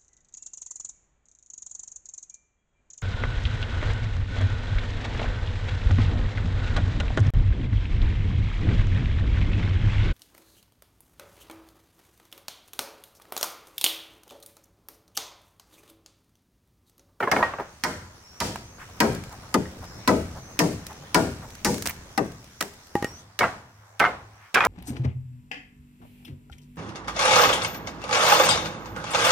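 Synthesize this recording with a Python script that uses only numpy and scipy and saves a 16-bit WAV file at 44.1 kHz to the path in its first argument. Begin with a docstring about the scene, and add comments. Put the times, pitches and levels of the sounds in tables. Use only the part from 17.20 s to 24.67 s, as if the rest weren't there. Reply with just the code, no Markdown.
"""A machete chops through a pole of a wooden frame: each blow is a noisy crack plus dispersive bending waves,
whose treble arrives ahead of the bass, with decaying sine notes and a diffuse noise echo of the yard.
Fibres snap as filtered noise bursts, the last strip rips in random clicks, and cut wood drops with a push and modes.
Dropped planks and loose boards clatter as bouncing sets of modes; cloth and wood rub as band-shaped noise.
Gliding sines whistle like a bird over a faint drone and the patchy noise of breeze, leaves and insects."""
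import sys
import numpy as np
from scipy import signal
from scipy.fft import rfft, irfft
from scipy.io import wavfile
from scipy.ndimage import uniform_filter1d

SR = 44100
rng = np.random.default_rng(int(sys.argv[2]) if len(sys.argv) > 2 else 0)


def file_out(sig):
    """Save sig as 16-bit WAV at sys.argv[1]."""
    # one column per channel
    cols = np.atleast_2d(sig).T
    # limit, then scale
    lim = np.clip(cols, -1, 1)
    pcm = np.round(lim * 32767).astype(np.int16)
    wavfile.write(sys.argv[1], SR, pcm)


N = 329427
SIZE = 32768  # samples in one event and its filters
HZ, T = np.fft.rfftfreq(SIZE, 1 / SR), np.arange(SIZE) / SR
EDGE_HZ = 16100  # upper band limit

# Machete blows. Each row: start in seconds, strength in dB, extra bass in dB, extra treble in dB,
# extra crack in dB, ring length as a factor, low note in Hz, knock in Hz.
BLOWS = [(0.1147, 0, -7.5, -5, 0.5, 0.72, 218, 2135), (0.637, -8.5, -5, 1, 5.5, 1.046, 132, 830),
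         (1.203, -13.5, -0.5, 8, 0, 1.286, 173, 1007), (1.803, -1.5, -1, -1, 4, 1.275, 223.7, 963),
         (2.342, 0, 4, -0.5, -2.5, .52, 182, 1230), (2.876, 1.5, 1, -1, -2.5, 0.99, 263.4, 1015),
         (3.391, -6, 4.5, 7.5, 2, 1.135, 163.5, 1830), (3.9451, -0.5, 0.5, 2.5, 1, 1.095, 169.5, 996),
         (4.447, -12, 6.5, 14, 0, 1.31, 196, 1270), (4.977, -2, 2, -4.5, 0, 0.58, 433, 792),
         (5.407, -11, -4, 6.5, -4, 0.51, 384, 1295), (6.190, -8, -2.5, 2.5, 2, .65, 103, 1666),
         (6.799, -3.5, -3, -7.5, 3.5, 0.3, 109.7, 1566), (7.346, 1.5, -15, -8, 4.5, 0.5, 106.4, 1645)]
# Broad response of the pole. Each row: frequency in Hz, level in dB before the blow's colour.
POLE_RESPONSE = [(40, -27.5), (100, -13.5), (180, 4), (330, -1), (600, -4), (1000, -1), (2000, -0.5),
                 (3200, -20.5), (5200, -10.5), (8000, -27), (16000, -44)]
# Damping of the pole. Each row: frequency in Hz, t60 in seconds before the blow's ring length factor.
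POLE_DAMPING = [(100, 0.51), (300, 0.37), (600, 0.33), (1100, 0.14), (2200, 0.064), (8000, 0.12)]
# Resonances of the pole. Each row: frequency in Hz, width in Hz, height in dB above the broad response.
POLE_RESONANCES = [(308.6, 89, 5.6), (407.4, 21, 8.4), (472, 34, 5.3), (620, 140, 3.5), (964, 180, 5.9),
                   (1205, 68, 2.1), (1934, 250, 7.1)]
# Left-right likeness of the bending waves. Each row: frequency in Hz, correlation from -1 to 1.
POLE_LIKENESS = [(200, 1.0), (600, 0.94), (1500, 0.32), (4000, 0.051)]
# Spectrum of the blade's crack. Each row: frequency in Hz, level in dB before the blow's colour.
CRACK_SPECTRUM = [(60, -49), (250, 6.5), (500, -23.5), (1200, -9), (2600, -7), (3500, -15.5), (5200, -9.5),
                  (7000, -18), (10000, -20.5), (16000, -26)]
# Where the wood responds unevenly. Each row: frequency in Hz, share of the unevenness.
UNEVEN_SHARE = [(400, .3), (800, 1), (2500, 1), (5000, .5), (10000, .3)]
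# Spectrum of the yard's answer. Each row: frequency in Hz, level in dB before the strength of the event.
YARD_SPECTRUM = [(30, -26.5), (80, -7.5), (200, -14.5), (500, -19.5), (1000, -21.5), (2000, -24.5),
                 (3400, -33), (5400, -29.5), (7000, -33.5), (9500, -38), (11000, -45), (16000, -47.5)]
# Decay of the yard's answer. Each row: frequency in Hz, t60 in seconds before any extra damping.
YARD_DECAY = [(80, 1.31), (250, 0.7), (1000, 0.6), (5000, 0.57), (14000, 0.5)]
# Left-right likeness of the echo. Each row: frequency in Hz, correlation from -1 to 1.
YARD_LIKENESS = [(150, 1), (450, 1), (900, 0.37), (1800, 0.03), (4000, -0.34), (12000, 0.26)]
# Left-right likeness of near contacts. Each row: frequency in Hz, correlation from -1 to 1.
NEAR_LIKENESS = [(200, 1), (700, 0.93), (2000, 0.47), (5000, 0.33), (12000, 0.034)]

# Blows sound from close by between these times, and from across the yard before and after.
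CLOSE_FROM_S, CLOSE_TO_S = 1.58, 6.03
# What distance does to a blow. Each row: yard in dB, low note in dB, knock in dB, top octave in dB.
CLOSE_BLOW = (2, -13.5, -12.5, 3)
FAR_BLOW = (8.5, -21, -17.5, 0)
# Lean of the blows to the left. Each row: frequency in Hz, left minus right in dB.
CLOSE_BALANCE = [(120, 5), (280, 2), (600, 7.5), (1500, 2.5), (4000, 0.5), (12000, 3.5)]
FAR_BALANCE = [(200, 0), (1500, -1.2), (6000, -2.5)]
BASS_HZ, MIDDLE_HZ, TREBLE_HZ, TOP_HZ = 395, 1220, 5300, 11000  # corners of the blow's colour
STIR_DB_PER_RING = 14.5  # a pole that rings longer builds up its low note and stirs the yard more

# Snapping fibres and ticks of wood. Each row: start in seconds, level in dB, extra body up to 2 kHz in dB.
FIBRE_SNAPS = [(1.3582, -15.5, 15), (1.949, -14, -5), (2.038, -19, 5.5), (3.667, -10, -3),
               (4.352, -18.5, 3), (4.543, -8.5, 0), (4.581, -13, 4), (4.623, -4.5, -3), (4.657, -4, 3),
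               (4.663, -2.5, 4.5), (4.672, 2, -2), (4.708, -13, 6), (5.41, -0.5, 8), (5.425, -5, 5.5),
               (6.795, -10.5, 3), (7.343, -6.5, 9.5), (7.450, -1, 0)]
# Spectrum of a snapping fibre. Each row: frequency in Hz, level in dB before that of the snap.
SNAP_SPECTRUM = [(40, -44), (200, -19), (700, -15.5), (1900, -17.5), (3300, -17), (5500, -15.5),
                 (9000, -19), (16000, -23.5)]
CRUMB_FROM_S, CRUMB_FALL_S = .06, 0.3  # crumbs land this soon after a close blow, and for this long
# Spectrum of the ripping strip. Each row: frequency in Hz, level in dB before that of the crunch.
RIP_SPECTRUM = [(100, -38), (800, -12), (2200, -1), (4500, -23), (8000, -15), (16000, -3)]

# Boards that clatter: dropped planks, and loose boards rattling after far blows. Each row: start in seconds,
# level in dB, settling time in seconds, pitch factor of the board, extra thud in dB.
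BOARD_CLATTERS = [(.004, -14.5, 0.0057, 1.1, 13), (.026, -12.5, 0.024, 1.03, 9.5),
                  (.074, -10, 0.0096, 0.81, 4.5), (.116, -7.5, 0.015, 0.93, 9),
                  (0.1634, -7, 0.0066, 1.04, 7.5), (.176, -18.5, 0.059, 0.83, 14), (.227, 0, .008, .9, -7),
                  (.337, -20.5, 0.0053, .9, 7), (.385, -21, .006, .9, 9.5), (.397, -14, 0.011, 0.83, 7.5),
                  (6.208, -4, 0.015, 1.06, 2.5), (6.231, -5.5, 0.02, 0.96, -0.5),
                  (6.803, -3.5, 0.036, 1.04, -1.5), (6.8398, -5, 0.029, 1.07, -5),
                  (6.877, -19.5, 0.026, 0.71, 7), (7.356, -2.5, .012, 1.23, -3.5),
                  (7.37, -4.5, 0.019, 1.13, -5.5), (7.4056, -2.5, .008, 1.18, -17),
                  (7.42, -12, .025, 1.08, -6), (7.439, -6.5, 0.0092, 1.1, -9), (7.451, -6.5, 0.035, .8, 4)]
# Modes of a plank. Each row: frequency in Hz before the pitch factors, level in dB before the clatter's, t60 in s.
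BOARD_MODES = [(534, -26, 0.051), (699, -24.5, 0.22), (915, -22.5, .07), (969, -26, 0.02),
               (1143, -21, 0.066), (1280, -10, 0.042), (1469, -17.5, 0.07), (1756, -19.5, 0.078),
               (2090, -19, 0.12), (2240, -25, 0.036), (2840, -38, 0.12)]
# Rasp of split grain. Each row: frequency in Hz before the pitch factor, level in dB before the clatter's.
RASP_SPECTRUM = [(40, -35), (100, -29), (400, -20), (800, 1.5), (1700, -15.5), (2500, -14), (3600, -25),
                 (6000, -33.5), (9000, -71), (16000, -57)]
# Clap of the edges. Each row: frequency in Hz before the pitch factor, level in dB before the clatter's.
CLAP_SPECTRUM = [(200, -72), (1200, 7), (2100, -10.5), (3000, -8), (4200, -43), (12000, -43)]
# Thud of the deck. Each row: frequency in Hz, level in dB before the clatter's.
DECK_SPECTRUM = [(40, -50), (130, -7.0), (250, -6.0), (500, -0.5), (1000, -6.5), (3000, -41.5)]
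# Echo of the planks. Each row: frequency in Hz, level in dB before the clatter's.
BOARD_ECHO = [(40, -62), (100, -23), (300, -25), (800, -14.5), (1500, -16.5), (2500, -26.5), (4000, -35),
              (7000, -43.5), (16000, -63)]
SETTLE_DB, SETTLE_PITCH = 10.5, .92  # bounces lose this much, and ring this much lower, after one settling time
BOUNCE_S, BOUNCE_JITTER = .008, .55  # mean time between bounces, and the share of chance in it
BOUNCE_SPREAD_DB = 0.5  # unevenness of the bounces

# A chip and later the cut end on the ground. Each row: start in seconds, thump in dB, ring in dB,
# most excited frequency in Hz, grit in dB.
GROUND_DROPS = [(2.456, -53, -42.5, 1770, -42), (5.7532, -11.5, -17, 800, -14),
                (5.825, -16.5, -25.5, 1230, -12.5), (5.8443, -15.5, -26.5, 1880, -9)]
# Modes of the cut wood. Each row: frequency in Hz, level in dB before the drop's, t60 in seconds.
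CUT_WOOD_MODES = [(336, 9, 0.08), (816, -2, 0.18), (934, -2.5, 0.044), (1210, -4.5, 0.045),
                  (1817, -4, 0.052), (1877, 5, 0.068), (2930, -2.5, 0.057)]
# Feet and carried boards. Each row: start in seconds, length in seconds, RMS level in dB, centre in Hz.
FOOT_RUBS = [(1.568, 0.1, -47, 1340), (7.15, 0.2, -57, 1500)]
# Sleeve down, blade swish and arm lift at a full, close blow. Each row: delay in seconds before jitter,
# length in seconds, RMS level in dB, centre in Hz.
ARM_RUBS = [(-.12, 0.051, -54.5, 760), (-.04, 0.04, -56.5, 1070), (0.278, 0.074, -46.5, 836)]
SWING_JITTER_S = 0.019  # scale of the chance in each delay
FULL_SWINGS_UNTIL_S = 4.2  # once the pole is nearly through, short strokes finish it

# Rising bird whistles. Each row: start in seconds, length in seconds, start in Hz, end in Hz, peak level in dB.
BIRD_WHISTLES = [(1.007, 0.29, 5300, 5900, -51), (1.412, .2, 6050, 6500, -54),
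                 (2.611, .31, 4930, 5650, -51), (3.159, .24, 5960, 6380, -50.5),
                 (5.844, .19, 5360, 6260, -47)]
# Outdoor air. Each row: frequency in Hz, level in dB before the band levels below.
AIR_SPECTRUM = [(20, -52), (45, -54), (75, -41.5), (130, -49), (300, -52.5), (900, -50.5), (1700, -52.5),
                (3000, -58), (4800, -58), (5900, -53.5), (7000, -58.5), (10000, -66), (16000, -69.5)]
# Long steady stretches of air. Each row: from seconds, extra rumble in dB, extra middle in dB, extra hiss in dB.
AIR_BANDS = [(0, 7.5, 4.5, 3), (1.58, 17.5, 10.5, 7.5), (4.95, 7.5, 4, 5.5), (6.03, -21, 5, -3)]
# Left-right likeness of the air. Each row: frequency in Hz, correlation from -1 to 1.
AIR_LIKENESS = [(150, 1.0), (500, 0.64), (1200, 0.37), (3000, -0.36), (9000, -0.012)]


def chops(crack_pan_db=-3, pole_pan_db=1, yard_pan_db=0.8):
    """Impact excitation: the blade cracks into the wood, the pole rings and the yard answers."""
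    out = np.zeros((2, N))
    pole_db = read(POLE_RESPONSE, HZ)
    for hz, width, height_db in POLE_RESONANCES:
        pole_db = pole_db + height_db / (1 + (2 * (HZ - hz) / width) ** 2)
    for s, db, bass, treble, crack_db, length, note_hz, knock_hz in BLOWS:
        yard_db, note_db, knock_db, top_db = CLOSE_BLOW if is_close(s) else FAR_BLOW
        balance = CLOSE_BALANCE if is_close(s) else FAR_BALANCE
        tilt = [(BASS_HZ, bass), (MIDDLE_HZ, 0), (TREBLE_HZ, treble), (TOP_HZ, treble + top_db)]
        colour = db + read(tilt, HZ) + uneven(depth_db=3.6) * read(UNEVEN_SHARE, HZ)
        stir_db = STIR_DB_PER_RING * (length - 1)
        crack = burst(t60=0.047) + 1.28 * burst(t60=0.0087)  # a slower and a sharper decay together
        blow = np.zeros((2, SIZE))
        add(blow, 0, coloured(crack, read(CRACK_SPECTRUM, HZ) + colour + crack_db - 2.5), crack_pan_db)
        add(blow, 0, coloured(bending(length), pole_db + colour), pole_pan_db)
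        add(blow, 0, note(knock_hz, db + knock_db, rise=0.0032, t60=0.051))
        add(out, s, leaning(blow, balance))
        low_note = note(note_hz, db + bass + note_db + stir_db, rise=0.032, t60=0.21)
        add(out, s, low_note, pan_db=-3.0)
        answer_db = read(YARD_SPECTRUM, HZ) + colour + yard_db + stir_db
        add(out, s, coloured(echo(rise=0.021), answer_db), yard_pan_db)
    return out


def bending(length, step=.0048, build=2.72, count=26):
    """Dispersion: waves return along longer paths, their speed growing about as the root of frequency."""
    place, flip, stray = rng.random((3, count, 1))
    trips = np.arange(count)[:, None] + place
    gap = step * np.sqrt(1000 / (HZ + 20))  # seconds between arrivals, longer in the bass
    delay = trips * gap
    decay = gain_of(-60 * delay / (length * read(POLE_DAMPING, HZ)))
    arrivals = np.exp(-4j * np.pi * delay * (HZ + 20)) * decay  # doubled phase: group delay equals delay
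    arrivals *= np.sign(flip - .5) * (1 - np.exp(-trips / build)) * np.sqrt(gap * SR)
    left = arrivals.sum(0)
    other = (arrivals * np.sign(stray - .5)).sum(0)
    return irfft(partly_alike(left, other, read(POLE_LIKENESS, HZ)))


def burst(t60):
    """Exponential decay: the brief noisy rush of crushed wood at a contact."""
    return noise(NEAR_LIKENESS, flat, count=8192) * gain_of(-60 * T[:8192] / t60)


def note(hz, db, rise, t60):
    """Modal resonance: one sine mode builds up and dies."""
    envelope = gain_of(db + 6 - 60 * T / t60) * (1 - np.exp(-T / rise)) ** 2
    return envelope * np.sin(2 * np.pi * hz * T)


def uneven(depth_db, size=170):
    """Position-dependent response: wood rings unevenly, differently at every struck place (dB on the grid HZ)."""
    bumps = rng.standard_normal(size)
    return depth_db * np.interp(np.sqrt(HZ), np.linspace(0, np.sqrt(HZ[-1]), size), bumps)


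def echo(rise=0.0019):
    """Diffuse scattering: sheds, ground and trees return noise that decays by frequency."""
    decaying = noise(YARD_LIKENESS, lambda hz, t: -60 * t / read(YARD_DECAY, hz))
    return decaying * (1 - np.exp(-T / rise))


def is_close(s):
    """Source distance: whether the work is close by at time s."""
    return CLOSE_FROM_S < s < CLOSE_TO_S


def tearing(start=4.652, length=0.058):
    """Successive fracture: the pole sags and its last strip of fibres rips in an uneven crunch."""
    t, per_s, db = T[T < length], 260, -18.5
    strength = gain_of(4 * np.minimum(rng.exponential(1, len(t)), 2.5))
    clicks = (rng.random(len(t)) < per_s / SR) * strength
    swell = np.sin(np.pi * t / length)
    rips = signal.fftconvolve(clicks * swell, np.exp(-t / .0015))[:len(t)]
    crunch = np.maximum(rips, 0) * noise(NEAR_LIKENESS, flat, count=len(t))
    out = np.zeros((2, N))
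    add(out, start, coloured(crunch, db + read(RIP_SPECTRUM, HZ)))
    return out


def snap(db, body_db, wet_db=-21):
    """Brittle fracture: one dry fibre breaks as a bright click with its echo."""
    colour = db + read(SNAP_SPECTRUM, HZ) + read([(2000, body_db), (4000, 0)], HZ)
    click = coloured(burst(t60=0.02), colour)
    short_echo = echo() * gain_of(-110 * T)  # extra damping of 110 dB per second
    return click + gain_of(wet_db) * coloured(short_echo, colour)


def splinters(count=4, crumbs_db=-30, crumbs_spread_db=9):
    """Release of fracture energy: fibres snap, and each close blow shakes down a few crumbs of bark."""
    out = np.zeros((2, N))
    for s, db, body_db in FIBRE_SNAPS:
        add(out, s, snap(db, body_db), pan_db=-2)
    for s, *_ in BLOWS:
        if is_close(s):
            for when, size in rng.random((count, 2)):
                crumb = snap(crumbs_db + crumbs_spread_db * size, 0)
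                add(out, s + CRUMB_FROM_S + CRUMB_FALL_S * when, crumb)
    return out


def planks(modes_db=-1, thud_level_db=-6, clap_db=1.0, clap_delay_s=0.001495):
    """Repeated impact: dropped or shaken boards clatter in quick bounces, each ringing at its own size."""
    out = np.zeros((2, N))
    for s, db, settle_s, pitch, thud_db in BOARD_CLATTERS:
        hits = bounces(settle_s)
        for delay, bounce_db in hits:
            size = pitch * SETTLE_PITCH ** min(delay / settle_s, 2)
            modes = [(hz * size, level, t60) for hz, level, t60 in BOARD_MODES]
            board = ring(modes, spread_db=4)
            add(out, s + delay, gain_of(db + bounce_db + modes_db) * board, pan_db=-1.5)
        rasp_db = read(RASP_SPECTRUM, HZ / pitch) + db
        add(out, s, coloured(rattle(hits, t60=0.057), rasp_db), pan_db=-0.5)
        edges_db = read(CLAP_SPECTRUM, HZ / pitch) + db + clap_db
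        add(out, s + clap_delay_s, coloured(rattle(hits, t60=0.012), edges_db))  # the edges clap a moment later
        deck_db = read(DECK_SPECTRUM, HZ) + db + thud_db + thud_level_db
        add(out, s, coloured(rattle(hits, t60=0.12), deck_db))
        total = np.linalg.norm(gain_of(hits[:, 1]))  # the echo gathers all the bounces
        damped_echo = echo(rise=.004 + settle_s / 2) * gain_of(-30 * T)
        add(out, s, total * coloured(damped_echo, read(BOARD_ECHO, HZ) + db), pan_db=0.5)
    return out


def bounces(settle_s, count=12):
    """Inelastic collision: a first hit and its uneven, dying bounces, as rows (delay s, dB)."""
    gaps = BOUNCE_S * (1 + BOUNCE_JITTER * rng.uniform(-1, 1, count))
    delay = np.r_[0, np.cumsum(gaps)]
    spread_db = np.r_[0, BOUNCE_SPREAD_DB * rng.standard_normal(count)]
    db = spread_db - SETTLE_DB * (delay / settle_s) ** 2
    return np.c_[delay, np.maximum(db, -100)]


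def rattle(hits, t60):
    """Addition of incoherent power: one brief rush of crushed wood at every bounce."""
    power = np.zeros(SIZE)
    power[np.round(hits[:, 0] * SR).astype(int)] = gain_of(hits[:, 1]) ** 2
    power = signal.lfilter([1], [1, -gain_of(-60 / (t60 * SR)) ** 2], power)
    return noise(NEAR_LIKENESS, flat) * np.sqrt(power)


def ring(modes, spread_db, count=8192):
    """Modal superposition: dying modes, each struck a little differently every time."""
    t = T[:count]
    hz, db, t60 = np.transpose(modes)[..., None]
    chance, phase = rng.standard_normal((2, len(hz), 1))
    contact = 1 - np.exp(-(t / 0.00031) ** 2)  # soft wood takes a moment to give
    envelopes = gain_of(db + spread_db * chance - 60 * t / t60)
    return contact * (envelopes * np.sin(2 * np.pi * (hz * t + phase))).sum(0)


def wood_drops(push=0.00054):
    """Impulsive loading: cut wood lands with a dull push, a short wooden note and grit."""
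    out = np.zeros((2, N))
    u = (T - .002) / push
    push_wave = -u * np.exp((1 - u ** 2) / 2)
    for s, thump_db, ring_db, excited_hz, grit_db in GROUND_DROPS:
        modes = [(hz, db + ring_db - 12 * abs(np.log2(hz / excited_hz)), t60)  # 12 dB less per octave away
                 for hz, db, t60 in CUT_WOOD_MODES]
        add(out, s, gain_of(thump_db) * push_wave)
        add(out, s, ring(modes, spread_db=.5))
        add(out, s, snap(grit_db, 11.4) + coloured(echo(), read(YARD_SPECTRUM, HZ) + thump_db - 0.5))
    return out


def shuffles():
    """Friction noise: soft rubs of cloth, sandals and wood, and the swish of the blade."""
    out = np.zeros((2, N))
    rubs = list(FOOT_RUBS)
    for s, *_ in BLOWS:
        if is_close(s) and s < FULL_SWINGS_UNTIL_S:
            for delay, *rub in ARM_RUBS:
                rubs.append((s + delay + SWING_JITTER_S * rng.uniform(-1.1, 1), *rub))
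    for s, length, db, centre_hz in rubs:
        count = int(length * SR)
        stroke = noise(NEAR_LIKENESS, flat)[:, :count] * np.hanning(count)
        band_db = np.maximum(-11 * np.log2((HZ + 1) / centre_hz) ** 2, -28)
        rub = coloured(stroke, band_db)
        add(out, s, gain_of(db) * rub / rub[:, :count].std())
    return out


def bird():
    """Frequency modulation: thin far whistles slide upward, blurred by the trees."""
    out = np.zeros((2, N))
    for s, length, start_hz, end_hz, db in BIRD_WHISTLES:
        count = int(length * SR)
        blur = uniform_filter1d(rng.standard_normal((2, count)), size=60)
        hz = np.linspace(start_hz, end_hz, count) * (1 + .014 * blur / blur.std())
        tone = np.sin(2 * np.pi * np.cumsum(hz, 1) / SR)
        add(out, s, gain_of(db) * tone * signal.windows.tukey(count, .5))
    return out


def drone(start=6.03, length=1.25, hz=105, db=-55):
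    """Amplitude modulation: a faint low drone wavers in the distance."""
    count = int(length * SR)
    waver = rng.standard_normal(count)
    for _ in range(2):
        waver = uniform_filter1d(waver, size=2500)
    tone = (1 + .5 * waver / waver.std()) * np.sin(2 * np.pi * hz * np.arange(count) / SR)
    out = np.zeros((2, N))
    add(out, start, gain_of(db) * tone * signal.windows.tukey(count, .1))
    return out


def air(patchy_db=2):
    """Broadband ambient noise: low breeze, far leaves and a band of insects drift in patches."""
    def field(hz, t):
        """Spectral level of the air over frequency and time (dB)."""
        from_s, *levels = np.transpose(AIR_BANDS)
        patches = rng.standard_normal((len(hz), len(t)))
        patches = uniform_filter1d(patches, size=24, axis=0)
        patches = uniform_filter1d(patches, size=7, axis=1)
        db = read(AIR_SPECTRUM, hz) + patchy_db * patches / patches.std()
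        for row, level in zip(np.eye(3), levels):
            share = read(list(zip((120, 800, 6000), row)), hz)  # rumble, middle and hiss cross-fade
            steps = level[np.searchsorted(from_s[1:], t)]
            db = db + share * uniform_filter1d(steps, size=5)
        return db
    return noise(AIR_LIKENESS, field, count=N, size=1024)


def noise(same, shape_db, count=SIZE, size=256):
    """Partial coherence: two partly alike channels of noise, shaped by shape_db(Hz, s)."""
    hz = np.fft.rfftfreq(size, 1 / SR)[:, None]
    t = np.arange(2 * count // size + 2) * size / 2 / SR
    left, other = rng.standard_normal((2, len(hz), len(t), 2)).view(complex)[..., 0]
    spectra = partly_alike(left, other, read(same, hz)) * gain_of(shape_db(hz, t))
    return signal.istft(spectra, nperseg=size)[1][:, :count] * np.sqrt(2 / size)


def partly_alike(left, other, likeness):
    """Correlation: the right channel shares the given part of the left."""
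    c = np.clip(likeness, -1, 1)
    return np.array([left, c * left + np.sqrt(1 - c ** 2) * other])


def flat(hz, t):
    """White spectrum: 0 dB at every frequency."""
    return 0 * hz


def coloured(x, db):
    """Minimum phase: a causal filter with the gain db on the grid HZ."""
    log_gain = np.log(gain_of(db))
    mirrored = np.r_[log_gain, log_gain[-2:0:-1]]
    spectrum = np.exp(signal.hilbert(mirrored).conj())[:len(HZ)]
    return irfft(rfft(x, SIZE) * spectrum)


def leaning(x, points):
    """Interaural level difference: leans a stereo sound to the left by (Hz, dB) points."""
    db = read(points, HZ)
    return np.array([coloured(x[0], db / 2), coloured(x[1], -db / 2)])


def add(mix, s, sound, pan_db=0):
    """Superposition: mixes a sound in at time s, leaning left by pan_db."""
    part = mix[:, max(round(s * SR), 0):][:, :sound.shape[-1]]
    part += gain_of([[pan_db / 2], [-pan_db / 2]]) * sound[..., :part.shape[1]]


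def read(points, hz):
    """Logarithmic frequency scale: joins (Hz, value) points by straight lines."""
    f, value = np.transpose(points)
    return np.interp(np.log(hz + 1), np.log(f + 1), value)


def gain_of(db):
    """Level to amplitude: 20 dB is a factor of ten."""
    return 10 ** (np.asarray(db) / 20)


def scene():
    """Superposition of all sources in the yard."""
    work = chops() + planks() + splinters() + tearing() + wood_drops() + shuffles()
    return work + bird() + drone() + air()


def record(dry):
    """Saturation and band limiting: the loudest peaks are rounded off, then the top is cut."""
    rounded = .7 * np.tanh(dry / .7)
    low_pass = signal.firwin(255, EDGE_HZ, window=("kaiser", 9), fs=SR)
    return signal.oaconvolve(rounded, low_pass[None], "same")


dry = scene()
out = record(dry)
file_out(out)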